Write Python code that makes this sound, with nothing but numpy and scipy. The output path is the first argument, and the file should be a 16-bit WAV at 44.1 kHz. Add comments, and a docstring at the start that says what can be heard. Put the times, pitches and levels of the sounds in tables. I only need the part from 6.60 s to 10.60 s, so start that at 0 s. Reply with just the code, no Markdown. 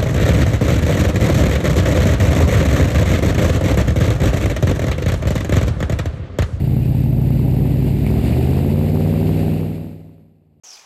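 """Among lily pads, low beside the hull of a gliding airboat. Its V8 lopes through two open exhausts,
then the throttle opens and the two-bladed propeller roars: blade tones and chopped air that ring the
hull panels. Water sprays along the side, with a few bigger splashes as the revs climb. The overloaded
recorder clips and mirrors the roar faintly into the treble; the sound fades out at the end."""
import sys
import numpy as np
from scipy import signal
from scipy.fft import rfft, irfft, next_fast_len
from scipy.io import wavfile
from scipy.ndimage import uniform_filter1d, map_coordinates

SR = 44100
rng = np.random.default_rng(int(sys.argv[2]) if len(sys.argv) > 2 else 0)


def dump_mix(stems):
    """Bounce the given channels to the path in sys.argv[1] as a 16-bit WAV at rate SR."""
    frames = np.atleast_2d(stems).T  # one column per channel
    limited = np.clip(frames, -1, 1)  # hard clip at full scale
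    pcm = np.round(limited * 32767).astype(np.int16)
    wavfile.write(sys.argv[1], SR, pcm)


N = 176400


def amp(db):
    return 10 ** (np.asarray(db) / 20)


def unit(x):
    return x / np.sqrt(np.mean(x ** 2) + 1e-20)


def curve(rows):
    """One value per sample from (t/s, value) points."""
    return np.interp(np.arange(N) / SR, *np.transpose(rows))


def wobble(rate):
    """A smooth random curve, rate knots a second."""
    return map_coordinates(rng.standard_normal(int(N * rate / SR) + 4), [np.arange(N) * rate / SR])


def coloured(x, points):
    """x through a causal EQ drawn from (f/Hz, level/dB) points."""
    m = 2 * next_fast_len(N)
    hz, db = np.transpose(points)
    gain_db = np.interp(np.log(np.fft.rfftfreq(m, 1 / SR) + 1), np.log(hz), db)
    cepstrum = irfft(np.log(amp(gain_db)))
    cepstrum[1:m // 2] *= 2  # folded for minimum phase
    cepstrum[m // 2 + 1:] = 0
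    return irfft(rfft(x, m) * np.exp(rfft(cepstrum)))[:N]


def pulses(times, sizes):
    """Impulses shared between neighbouring samples."""
    keep = (times > 0) & (times < (N - 2) / SR)
    whole, part = np.divmod(times[keep] * SR, 1)
    whole, sizes = whole.astype(int), sizes[keep]
    return np.bincount(whole, sizes * (1 - part), N) + np.bincount(whole + 1, sizes * part, N)


# Punch of each cylinder, in firing order: light-throttle level/dB, open-throttle level/dB
CYLINDER_PUNCH = [(6.5, 4), (-2, -3), (0.5, -1.5), (5.5, 4.5), (1, -0.5), (6, 7), (-16, -3.5), (-4, -6)]
# Side of each cylinder, in firing order: 0 = near bank, 1 = far bank
CYLINDER_BANK = [0, 1, 0, 0, 1, 0, 1, 1]
# Boom of the pipes at light and at open throttle: f/Hz, relative level/dB
PIPE_LIGHT_EQ = [(15, -60), (25, -34), (36, -50), (55, -20.5), (78, -16), (100, -19), (125, -13.5),
                 (150, -15), (190, -29), (235, -30), (300, -37.5), (420, -46.5), (650, -62.5),
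                 (1200, -86.5)]
PIPE_OPEN_EQ = [(15, -52), (25, -48), (36, -40), (55, -29), (78, -18), (100, -17.5), (125, -18),
                (150, -18.5), (190, -18.5), (225, -20.5), (300, -28), (420, -40.5), (650, -41),
                (1200, -80.5)]
# Gas rasping out with the strongest puffs: f/Hz, relative level/dB
RASP_EQ = [(100, -22.5), (300, 0.5), (550, -0.5), (680, -8), (900, -15), (1200, -18), (2500, -44.5)]


def exhaust(cycles, firing_hz, throttle, far_delay_s=.00517, jitter_s=.000133, scatter_db=1.27):
    """One puff per firing; the uneven banks make the lope, and the pipes brighten with the throttle."""
    t = np.arange(N) / SR
    cylinders = len(CYLINDER_PUNCH)
    firing = np.arange(-cylinders, cylinders * (int(cycles[-1]) + 1))
    cylinder = firing % cylinders
    chance = rng.standard_normal((len(firing), 2))
    times = np.interp(firing / cylinders + .817, cycles, t, left=-1)
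    times = times + far_delay_s * np.take(CYLINDER_BANK, cylinder) + jitter_s * chance[:, 0]
    light_db, open_db = np.array(CYLINDER_PUNCH)[cylinder].T
    punch_db = light_db + (open_db - light_db) * np.interp(times, t, throttle)
    strength = amp(punch_db + scatter_db * chance[:, 1])
    puffs = pulses(times, strength / np.interp(times, t, firing_hz))
    puffs -= puffs.mean()
    boom = (1 - throttle) * coloured(puffs, PIPE_LIGHT_EQ) + throttle * coloured(puffs, PIPE_OPEN_EQ)
    gas = signal.lfilter([1], [1, -np.exp(-1 / (.006 * SR))], pulses(times, strength ** 2))  # 6 ms decay
    rasp = coloured(gas * rng.standard_normal(N), RASP_EQ)
    return amp(-15) * unit(boom) + amp(-42) * unit(rasp)


# Propeller drone: multiple of the blade rate, light-throttle level/dB, open-throttle level/dB
BLADE_HARMONICS = [(1, -36, -29.5), (2, -36.5, -34.5), (3, -35, -33.5), (4, -44, -38.5), (5, -33.5, -39),
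                   (6, -37.5, -38), (7, -40, -37), (8, -45, -65), (9, -48.5, -49.5), (10, -55, -48)]


def blade_tones(blade_phase, throttle, waver_db=2.0, waver_rad=0.23):
    """Harmonics of the passing blades, unsteady in the disturbed air."""
    drone = np.zeros(N)
    for harmonic, light_db, open_db in BLADE_HARMONICS:
        level_db = light_db + (open_db - light_db) * throttle + waver_db * wobble(7.18)
        drone += np.sqrt(2) * amp(level_db) * np.cos(harmonic * blade_phase + waver_rad * wobble(12))
    return drone


# Body of the rushing air: f/Hz, relative level/dB
WASH_EQ = [(20, -37.5), (50, -11), (110, -5.5), (200, 1), (300, -3.5), (400, -6.5), (520, -10), (740, -12),
           (900, -20.5), (1150, -37.5), (2500, -56)]
# Swell of the rushing air: t/s, level/dB
WASH_SWELL = [(0, -31.5), (.6, -30), (.9, -27), (1.3, -28.5), (1.55, -27), (1.72, -23.5), (2.1, -27.5),
              (2.6, -26.5), (4, -25.5)]


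def propeller_wash(blade_phase, chop_depth=0.3, flutter_db=0.7):
    """Turbulent air behind the propeller, chopped by each blade."""
    chop = 1 + chop_depth * np.cos(blade_phase)
    air = rng.standard_normal(N) * chop * amp(flutter_db * wobble(29.9))
    return amp(curve(WASH_SWELL)) * unit(coloured(air, WASH_EQ))


# Resonances of the hull panels: f/Hz, width/Hz, gain/dB
HULL_MODES = [(56.6, 7.3, 2), (224.6, 57, 0), (279, 23, -1), (376.2, 20, 4)]


def hull(propeller):
    """The propeller's sound plus the ring it excites in the hull panels."""
    m = 2 * next_fast_len(N)
    f = np.fft.rfftfreq(m, 1 / SR)
    ring = sum(amp(db) * 1j * f * width / (hz * hz - f * f + 1j * f * width)
               for hz, width, db in HULL_MODES)
    return irfft(rfft(propeller, m) * (1 + ring), m)[:N]


# Sizzle of the spray: f/Hz, relative level/dB
SPRAY_EQ = [(400, -23), (1000, -9.5), (1550, -5.5), (2000, -1), (2750, 0), (3200, -8), (3900, -7),
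            (4700, -9), (5400, -18), (6100, -26.5), (7200, -14.5), (8200, -15), (10000, -19), (13000, -41),
            (15500, -36)]
# Swell of the spray: t/s, level/dB
SPRAY_SWELL = [(0, -45.5), (.55, -46.5), (.8, -44.5), (1.15, -45), (1.38, -43), (1.56, -40.5), (1.66, -37),
               (1.85, -41), (1.99, -39.5), (2.04, -42), (2.45, -42.5), (2.75, -41.5), (4, -43)]


def spray(drops_per_s=2200, drop_share=0.18, spread_db=1, flutter_db=1.12):
    """Droplets patter over a hiss of water along the hull."""
    count = int(drops_per_s * N / SR)
    sizes = amp(spread_db * np.minimum(rng.exponential(size=count), 4)) * rng.choice([-1, 1], count)
    drops = unit(pulses(rng.uniform(0, N / SR, count), sizes))
    water = np.sqrt(drop_share) * drops + np.sqrt(1 - drop_share) * rng.standard_normal(N)
    return unit(coloured(water, SPRAY_EQ)) * amp(curve(SPRAY_SWELL) + flutter_db * wobble(34.79))


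# Splash hits: t/s, level/dB, decay/s
SPLASH_HITS = [(1.445, -46, .012), (1.464, -31.5, 0.0081), (1.492, -37, .012), (1.725, -34, 0.015)]
# Bright slap of a splash: f/Hz, relative level/dB
SPLASH_EQ = [(600, -28), (1600, -7), (2300, 10), (2800, 1), (3500, -18), (4800, -10), (6000, -26),
             (15000, -29)]


def splashes():
    """Bigger splashes of water: noise bursts with a hard attack and a short tail."""
    t = np.arange(N) / SR
    bursts = sum(amp(db) * (t > at) * np.exp(-np.abs(t - at) / decay) for at, db, decay in SPLASH_HITS)
    return bursts * unit(coloured(rng.standard_normal(N), SPLASH_EQ))


# The engine's rev-up, as its firing rate: t/s, f/Hz
REVS = [(0, 87.1), (0.3, 88.0), (0.55, 89.8), (0.8, 91.2), (1.1, 93.2), (1.3, 96.9), (1.45, 104.3),
        (1.6, 111.8), (1.75, 124.0), (1.9, 134.8), (2.05, 141.7), (2.25, 150.1), (2.5, 156.2),
        (2.75, 158.4), (3.1, 160.5), (3.5, 160.0), (3.75, 157.0), (4, 147.6)]


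def scene(light_hz=83, open_hz=155.5, load_db=2.0, full_load_hz_per_s=48):
    """One engine speed drives the exhausts and the propeller; the engine works harder while it rises."""
    firing_hz = curve(REVS)
    cycles = np.cumsum(firing_hz) / SR / len(CYLINDER_PUNCH)
    throttle = np.clip((firing_hz - light_hz) / (open_hz - light_hz), 0, 1)
    climb_hz_per_s = uniform_filter1d(np.gradient(firing_hz) * SR, size=SR // 4)
    load_gain = amp(load_db * np.clip(climb_hz_per_s / full_load_hz_per_s, 0, 1))
    blade_phase = 2 * np.pi * (4 * cycles - 0.3023)  # four blade passes per engine cycle
    water = spray() + splashes()
    propeller = propeller_wash(blade_phase) + blade_tones(blade_phase, throttle)
    engine = load_gain * exhaust(cycles, firing_hz, throttle)
    return (water + hull(propeller) + engine)[None]


# Closing fade: t/s, gain/dB
FADE_OUT = [(2.82, -1.5), (3.0, -4.5), (3.25, -13.5), (3.5, -26.5), (3.72, -36.5), (3.84, -40), (4, -40)]


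def record(dry, clip_level=.45, hardness=16, clock_hz=12000, swing_s=2.35e-5, top_hz=15350):
    """Peaks clip; a swinging sample clock mirrors the sound around its rate; then fade and high cut."""
    clipped = dry / (0.5 + np.abs(dry / clip_level) ** hardness) ** (1 / hardness)
    clock_offset_s = swing_s * np.cos(2 * np.pi * clock_hz * np.arange(N) / SR)
    mirrored = clock_offset_s * SR * np.gradient(clipped, axis=-1)
    faded = (clipped + mirrored) * amp(curve(FADE_OUT))
    m = 2 * next_fast_len(N)
    return irfft(rfft(faded, m) * (np.fft.rfftfreq(m, 1 / SR) < top_hz), m)[:, :N]


dry = scene()
out = record(dry)
dump_mix(out)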